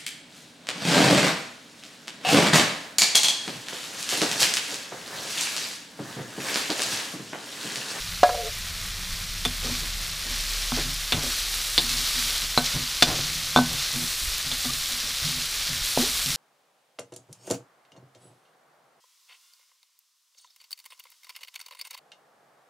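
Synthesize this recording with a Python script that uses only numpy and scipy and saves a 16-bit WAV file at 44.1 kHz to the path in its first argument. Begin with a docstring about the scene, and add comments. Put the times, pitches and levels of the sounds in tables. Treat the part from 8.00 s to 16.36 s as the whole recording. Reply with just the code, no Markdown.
"""Minced food sizzles in oil in a thin steel wok, close up in a small kitchen, while an engine idles outside.
At once a nearby dish is knocked and rocks to rest, and drops of water start to spit in the oil.
Then a steel spatula strikes the wall and scrapes through the food; each turn onto hot steel makes
the sizzle louder and brighter. The engine fades as the hardest blows land, and in the later
strokes the spatula's edge now and then judders into a groan or squeak."""
import sys
import numpy as np
from scipy import signal
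from scipy.fft import rfft, irfft, next_fast_len
from scipy.io import wavfile
from scipy.ndimage import map_coordinates

SR = 44100
rng = np.random.default_rng(int(sys.argv[2]) if len(sys.argv) > 2 else 0)


def master(y):
    """Save y as 16-bit WAV."""
    cut = np.clip(np.atleast_2d(y).T, -1, 1)
    pcm = np.round(cut * 32767)  # scale
    wavfile.write(sys.argv[1], SR, pcm.astype(np.int16))


N = 368676
TIME = np.arange(N) / SR
RING_TIME = np.arange(SR // 2) / SR

# the crowd of weaker modes in the wok's wall and in the spatula's blade: freq_hz, level_db
WALL_CROWD = [(120, -30.5), (300, 7), (500, 3.5), (750, -2.5), (1100, -6), (1500, -8.5), (1800, -17.5),
              (4000, -26), (12000, -50)]
BLADE_CROWD = [(600, 1), (1500, -0.5), (2600, -2), (3700, -11), (4500, -5), (6000, -5.5), (10000, -11),
               (15000, -19)]
# deep and upper modes of the wok's bowl: pitch_hz, level_db, t60_s
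BOWL_DEEP = [(141.4, -7, 0.35), (159.3, -5, 0.21)]
BOWL_UPPER = [(246.2, 3.5, 0.19), (348, -8, 0.13)]


def amp(db):
    """Decibels to gain."""
    return 10 ** (np.asarray(db) / 20)


def unit(x):
    """x at rms 1."""
    return x / np.sqrt(np.mean(x ** 2) + 1e-20)


def wobble(rate):
    """A smooth random curve, rate knots a second."""
    return map_coordinates(rng.standard_normal(int(N * rate / SR) + 4), [TIME * rate])


def colour(x, points):
    """x through a minimum-phase EQ drawn by (freq_hz, level_db) points."""
    size = 2 * next_fast_len(len(x) // 2 + 4096)
    hz, db = np.transpose(points)
    gain = amp(np.interp(np.log(np.fft.rfftfreq(size, 1 / SR) + 1), np.log(hz), db))
    cepstrum = irfft(np.log(gain), size)
    cepstrum[1:size // 2] *= 2
    cepstrum[size // 2 + 1:] = 0
    return irfft(rfft(x, size) * np.exp(rfft(cepstrum)), size)[:len(x)]


def fade(t60):
    """A decay of 60 dB in t60 seconds."""
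    return amp(-60 * RING_TIME / t60)


def ring(modes, scatter_db):
    """Struck modes, each at a new strength."""
    return sum(amp(db + scatter_db * rng.standard_normal()) * fade(t60)
               * np.sin(2 * np.pi * hz * RING_TIME) for hz, db, t60 in modes)


def burst(points, t60):
    """Many close modes dying together."""
    return unit(colour(rng.standard_normal(len(RING_TIME)), points)) * fade(t60)


def pops(rate, spread_db):
    """Random impulses of log-normal size, rate a second, at rms 1."""
    size = amp(spread_db * np.clip(rng.standard_normal(N), -2.6, 2.6))
    return unit((rng.random(N) < rate / SR) * size * rng.choice([-1, 1], N))


def swell(start, length):
    """A rounded push that lasts length seconds."""
    return np.sqrt(np.abs(np.sin(np.pi * np.clip((TIME - start) / length, 0, 1))))


def gesture(start, length, attack_s, release_s, sag_db=5.5):
    """An envelope that rises, eases off by sag_db over its length and lets go."""
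    t = TIME - start
    gate = np.clip(t / attack_s, 0, 1) * np.clip(1 - (t - length) / release_s, 0, 1)
    return gate * amp(-sag_db * np.clip(t / length, 0, 1))


def add(track, s, sound):
    """Mix a sound into the track at time s."""
    part = track[max(round(s * SR), 0):][:len(sound)]
    part += sound[:len(part)]


def liveliness(t, start_s=0.98, end_s=4.13, rise_db=5):
    """Stirring spreads the food over the hot steel: how much harder it fries than at rest, in dB."""
    return rise_db * np.clip((t - start_s) / (end_s - start_s), 0, 1)


def flare(start, length, rise_s=0.021, cool_db_per_s=80):
    """Wet food meets hot steel: the hiss leaps up, holds while the food is pushed, then dies away."""
    t = TIME - start
    return np.clip(t / rise_s, 0, 1) * amp(-cool_db_per_s * np.maximum(t - length, 0))


def frying():
    """Countless steam bubbles merge into a hiss in three registers; larger ones crackle through it."""
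    # tone of the low simmer, the bright sizzle and the fine spray: freq_hz, level_db
    simmer = [(120, -4), (300, -13), (600, -8.5), (950, -8), (1150, -2), (1600, -1), (2300, 1), (3000, -4),
              (4500, -17.5)]
    sizzle = [(1500, -26), (2600, -7), (3400, -0.5), (4200, 1), (5000, -1.5), (5700, -1.5), (7000, -7.5),
              (9000, -17.5), (14000, -28)]
    spray = [(4000, -53.5), (7000, 2), (8500, 2), (10500, 1), (12500, -2), (15300, -3.5)]
    # balance of those three: rest_db, db_per_liveliness_db, surge_share_db
    registers = [(-40.5, 0.47, -9), (-36, 1, -0.5), (-41.5, 1, -1)]
    # the food is turned onto fresh hot steel: start_s, length_s, hiss_db, spray_db
    surges = [(1.62, 0.14, -33, -41), (2.28, 0.4, -34, -40.5), (2.73, 0.032, -28, -51),
              (3.216, 0.19, -31.5, -36), (3.477, 0.36, -35.5, -35.5), (3.873, 0.47, -30, -34.5),
              (4.627, 0.094, -31, -42), (5.06, 0.18, -32, -49), (5.757, .07, -32.5, -54),
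              (5.94, 0.33, -38.5, -35.5), (6.597, 0.3, -40.5, -36.5), (7.214, 0.076, -32, -40),
              (7.525, 0.16, -38, -41), (7.82, 0.51, -33, -32), (7.955, 0.069, -29.5, -43.5)]
    lively_db = liveliness(TIME)
    seethe_db = .5 * wobble(35)
    hiss, mist = np.sqrt(sum((amp([[hiss_db], [spray_db]]) * flare(start, length)) ** 2
                             for start, length, hiss_db, spray_db in surges))
    layers = [(simmer, -4.0, hiss), (sizzle, -4.5, hiss), (spray, -4.5, mist)]
    out = np.zeros(N)
    for (tone, crackle_db, surge), (rest_db, grows, share_db) in zip(layers, registers):
        bubbles = rng.standard_normal(N) + amp(crackle_db) * pops(rate=1300, spread_db=7.0)
        level = np.hypot(amp(rest_db + grows * lively_db), amp(share_db) * surge)
        out += level * unit(colour(bubbles, tone))
    return amp(seethe_db) * out


def air():
    """A bed of low rumble that swells when the arm sweeps by the microphone."""
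    # tone of the moving air: freq_hz, level_db
    rumble = [(10, -10), (25, 1.5), (38, -1), (60, -2.5), (100, -18), (200, -34), (500, -42), (2000, -62)]
    # air stirred by the arm: start_s, length_s, level_db
    puffs = [(1.078, 0.071, -39), (6.213, 0.12, -36), (7.767, 0.089, -38.5)]
    level = amp(-46) + sum(amp(db) * swell(start, length) for start, length, db in puffs)
    return level * unit(colour(rng.standard_normal(N), rumble))


def engine(turn_hz=11.85, putter_hold_s=1.88, putter_fade_db_per_s=11, drone_fade_db_per_s=12):
    """An idling engine through the walls: an exhaust throb at two beats a turn, a drone at three."""
    # contour of the drone, which fades after the last point: time_s, relative_db
    contour = [(0.0, -49.5), (2.01, -37), (2.12, -47), (2.32, -36.5), (2.9, -35.5), (3.09, -42),
               (4.3, -41.5)]
    # tone of the muffled exhaust: freq_hz, level_db
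    exhaust = [(30, -14), (55, -9), (85, 5), (115, -5), (145, -6), (188, -1), (215, -16), (400, -26),
               (1000, -84)]
    times, levels = np.transpose(contour)
    drone_db = np.interp(TIME, times, levels) + 1.5
    drone_db -= drone_fade_db_per_s * np.maximum(TIME - times[-1], 0)
    putter_db = -45 - putter_fade_db_per_s * np.maximum(TIME - putter_hold_s, 0)
    angle = 2 * np.pi * np.cumsum(turn_hz * (1 + 0.014 * wobble(4.8))) / SR
    throb = 1 + 0.17 * np.cos(2 * angle)
    putter = unit(colour(throb * rng.standard_normal(N), exhaust))
    drone = unit(np.sin(3 * angle))
    return amp(putter_db) * putter + amp(drone_db) * drone


def dish():
    """A dish is knocked once, rocks in weaker taps and rolls on its rim until it rests."""
    # the knock and the taps after it: start_s, ring_db, tap_db
    rocks = [(0.2318, -3, -12), (.2920, -17.5, -22.5), (0.347, -23, -44)]
    # modes of the struck dish: pitch_hz, level_db, t60_s
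    modes = [(592, -9, .13), (655, -4, .045), (716, 0, .125), (958, -14, .09), (1130, -18, .06),
             (1310, -21, .12), (1660, -20, .13), (2440, -33, .25), (2790, -28, .05), (3200, -27, .05),
             (4070, -21, .05), (5810, -29, .05)]
    # modes that the rolling rim keeps singing: pitch_hz, level_db, pitch_waver_share
    rim = [(435, -2, .06), (510, -8, 0.064), (620, -8, 0.049), (704, -0.5, 0.012)]
    tap_tone = [(100, -8), (300, -10), (480, -10), (700, -5), (1100, 1.5), (1700, -3),
                (2300, -19), (4200, -10.5), (12000, -37)]
    out = np.zeros(N)
    for start, ring_db, tap_db in rocks:
        tap = burst(tap_tone, t60=0.047)
        chime = ring(modes, scatter_db=1.2) * (1 - fade(0.0045))
        add(out, start, amp(ring_db) * chime + amp(tap_db) * tap)
    roll = np.zeros(N)
    for hz, db, waver in rim:
        level = amp(db + 3.0 * wobble(40.4))
        roll += level * np.sin(2 * np.pi * hz * np.cumsum(1 + waver * wobble(29.3)) / SR)
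    rolling = gesture(start=0.278, length=0.19, attack_s=0.015, release_s=.05)
    return out + amp(-30.5) * rolling * unit(roll)


def spits(count=14, rest_db=-29, spread_db=2.5):
    """Water drops burst in the oil with a bright tick; small random ones grow with the liveliness."""
    # the largest drops: start_s, level_db
    big_drops = [(0.5871, -25), (2.943, -24), (4.3294, -24), (5.7324, -17), (5.9623, -19.5),
                 (6.3819, -16.5), (7.8594, -19.5)]
    times = rng.uniform(0, N / SR, count)
    levels = liveliness(times) + rest_db + spread_db * rng.standard_normal(count)
    out = np.zeros(N)
    for start, db in [*big_drops, *zip(times, levels)]:
        tick = burst([(1000, -22), (4500, -4), (9000, 0), (15000, -2)], t60=.004)
        add(out, start, amp(db) * tick)
    return out


def knock(knock_hz):
    """The wall gives one quick push and rings; a longer contact leaves the higher modes still."""
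    # clear modes of the wok's wall: pitch_hz, level_db, t60_s
    modes = [(485, -9, .08), (595, -3, .09), (712, 0, .11), (960, -1, .07), (1138, -3, .07),
             (1340, -7, .06), (1512, -3, .24)]
    u = np.pi * (knock_hz * RING_TIME - .7)
    push = (1 - 2 * u ** 2) * np.exp(-u ** 2)  # one pulse, strongest at knock_hz
    wall = amp(1) * ring(modes, scatter_db=1.5) + amp(-1) * burst(WALL_CROWD, t60=.06)
    rolloff = [(1.75 * knock_hz, 0), (2.2 * knock_hz, -18)]
    return colour(push + amp(-22) * wall, rolloff)


def clink(centre_hz, spread):
    """The blade rings: the point of contact favours the modes within spread octaves of centre_hz."""
    # clear modes of the spatula's blade: pitch_hz, level_db, t60_s
    modes = [(2420, -8, .08), (3020, -11, .05), (3360, -9, .05), (3512, 0, .085), (3660, -4, .07),
             (3820, -9, .05), (4050, -3, .055), (4270, -1, .06), (4450, -3, .055), (4700, -9, .05)]
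    shade_db = lambda hz: min(6 * (np.log2(hz / centre_hz) / spread) ** 2, 20)
    clear = ring([(hz, db - shade_db(hz), t60) for hz, db, t60 in modes], scatter_db=2.8)
    crowd = burst([(hz, db - shade_db(hz)) for hz, db in BLADE_CROWD], t60=0.12)
    return amp(-2.5) * clear, amp(-15.5 + 9 * spread) * crowd  # a wider clink is rougher


def blows(corner_lead_s=.0055):
    """The spatula lands flat or corner first: the blade clinks, the wall knocks, the bowl booms."""
    # spatula blows; a harder, shorter contact has a higher knock pitch:
    # start_s, knock_db, clink_db, crack_db, knock_hz, clink_hz, corner_first (0 lands flat)
    hits = [ (1.4512, -23, -14, -19, 1040, 3350, 0.03), (2.7203, -15.5, -27, -42, 820, 3500, 0),
            (3.1227, -16, -10.5, -22, 1190, 3300, 1), (3.7791, -24, -5, -27, 1090, 3900, 1),
            (4.5760, -1.5, -7, -41, 836, 4050, 0), (5.0237, -8.5, -8.5, -9, 1420, 3960, 1),
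            (5.5611, 2, -12, -22, 860, 3640, 0), (5.5737, -3.5, -17, -26, 900, 3980, 0),
            (5.5887, -4, -31, -36, 765, 4000, 0), (6.516, -44, -18.5, -46, 970, 3800, 0),
            (6.648, -26.5, -27, -48, 990, 3700, 0.024), (7.974, -6, -36, -42, 540, 3700, 0)]
    out = np.zeros(N)
    for start, knock_db, clink_db, crack_db, knock_hz, clink_hz, corner_first in hits:
        spread = .15 * (knock_hz / 1000) ** 4.1  # a harder contact widens the clink
        flat_s = start + corner_lead_s if corner_first else start
        # the corner mostly clinks; the edge follows, mostly knocks and mutes the blade's clear modes
        contacts = [(start, -4.5, 0, 0), (flat_s, 0, -4.5, -7)] if corner_first else [(start, 0, 0, 0)]
        for at, wall_db, blade_db, mute_db in contacts:
            add(out, at, amp(knock_db + wall_db) * knock(knock_hz))
            clear, crowd = clink(clink_hz, spread)
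            add(out, at, amp(clink_db + blade_db) * (amp(mute_db) * clear + crowd))
            add(out, at, amp(crack_db + blade_db) * burst(BLADE_CROWD, t60=0.027))
        swing_up = 1 - fade(0.033)  # the whole bowl takes a moment to move
        boom = ring(BOWL_DEEP + BOWL_UPPER, scatter_db=5.5) * swing_up
        add(out, flat_s, amp(-23 + .48 * knock_db) * boom)
    return out


def scrapes():
    """The edge sticks and slips over the steel; the slips rasp in wall and blade and shake the bowl."""
    # spatula strokes: start_s, length_s, deep_boom_db, upper_boom_db, grit_db
    strokes = [(1.625, .09, -42, -35.5, -39.5), (1.808, 0.029, -49, -46, -43.5),
               (2.235, 0.093, -58, -46.5, -51), (2.759, 0.031, -37, -41, -31), (2.803, .11, -37, -40, -50),
               (3.132, 0.055, -25.5, -34, -35.5), (3.211, .08, -47, -37, -39.5),
               (3.794, 0.24, -44.5, -41.5, -58), (4.14, .11, -46, -47, -64), (4.402, .05, -39.5, -46, -59),
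               (4.734, .07, -27, -33, -39), (5.058, 0.13, -30.5, -35.5, -32.5), (5.21, 0.35, -41, -49, -57),
               (5.603, 0.055, -30, -38, -43), (5.695, 0.033, -24, -35, -37.5),
               (5.925, 0.11, -37, -36.5, -45), (6.433, 0.13, -46, -46, -59), (6.641, 0.087, -40, -47, -46),
               (6.9, 0.054, -51, -44.5, -63), (7.025, 0.056, -50, -41, -48),
               (7.215, 0.033, -29.5, -38, -49), (7.272, 0.12, -40.5, -43.5, -64),
               (7.676, 0.078, -36, -41, -48), (7.969, 0.1, -59, -38, -38), (8.25, 0.069, -38, -41, -56)]
    deep, upper, grit = sum(amp([[deep_db], [upper_db], [grit_db]])
                            * gesture(start, length, attack_s=0.016, release_s=0.04)
                            for start, length, deep_db, upper_db, grit_db in strokes)
    slips = pops(rate=990, spread_db=4)
    out = grit * (unit(colour(slips, WALL_CROWD)) + amp(-0.5) * unit(colour(slips, BLADE_CROWD)))
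    for push, modes in ((deep, BOWL_DEEP), (upper, BOWL_UPPER)):
        bowl = ring(modes, scatter_db=2)
        out += signal.fftconvolve(push * slips, bowl / np.linalg.norm(bowl))[:N]
    return out


def judders():
    """Now and then the slips fall into step, and the edge gives a short groan or squeak."""
    # gliding judders of the edge: start_s, length_s, first_hz, last_hz, level_db
    glides = [(5.075, .05, 975, 647, -38), (5.135, .055, 612, 328, -48), (6.685, 0.0315, 1120, 1262, -37),
              (7.98, 0.047, 222, 260, -25.5), (8.02, 0.029, 293, 460, -29.5)]
    out = np.zeros(N)
    for start, length, first_hz, last_hz, db in glides:
        n = round(length * SR)
        phase = 2 * np.pi * np.cumsum(np.geomspace(first_hz, last_hz, n)) / SR
        groan = np.sin(phase) + amp(-10) * np.sin(2 * phase) + amp(-22) * np.sin(3 * phase)
        add(out, start, amp(db) * unit(groan) * np.sin(np.linspace(0, np.pi, n)))
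    return out


def kitchen(x):
    """The short reverb of a small, cluttered room."""
    tail = burst([(100, -17.5), (500, 4.5), (4000, -7.0), (15000, -1.5)], t60=0.26) * (1 - fade(0.039))
    return signal.fftconvolve(x, tail / np.linalg.norm(tail))[:N]


def scene():
    """Spatula, dish and spits get a touch of room over the frying, engine and air; all dead centre."""
    contacts = blows() + scrapes() + judders() + dish() + spits()
    mono = contacts + amp(-17.5) * kitchen(contacts) + frying() + engine() + air()
    return np.array([mono, mono])


def record(dry, ceiling=.95, top_hz=15400):
    """A soft clip rounds off the hardest peaks, and everything above top_hz is cut."""
    rounded = dry / (1 + np.abs(dry / ceiling) ** 6) ** (1 / 6)
    size = next_fast_len(N + SR // 2)
    passband = np.fft.rfftfreq(size, 1 / SR) < top_hz
    return irfft(rfft(rounded, size) * passband, size)[:, :N]


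dry = scene()
out = record(dry)
master(out)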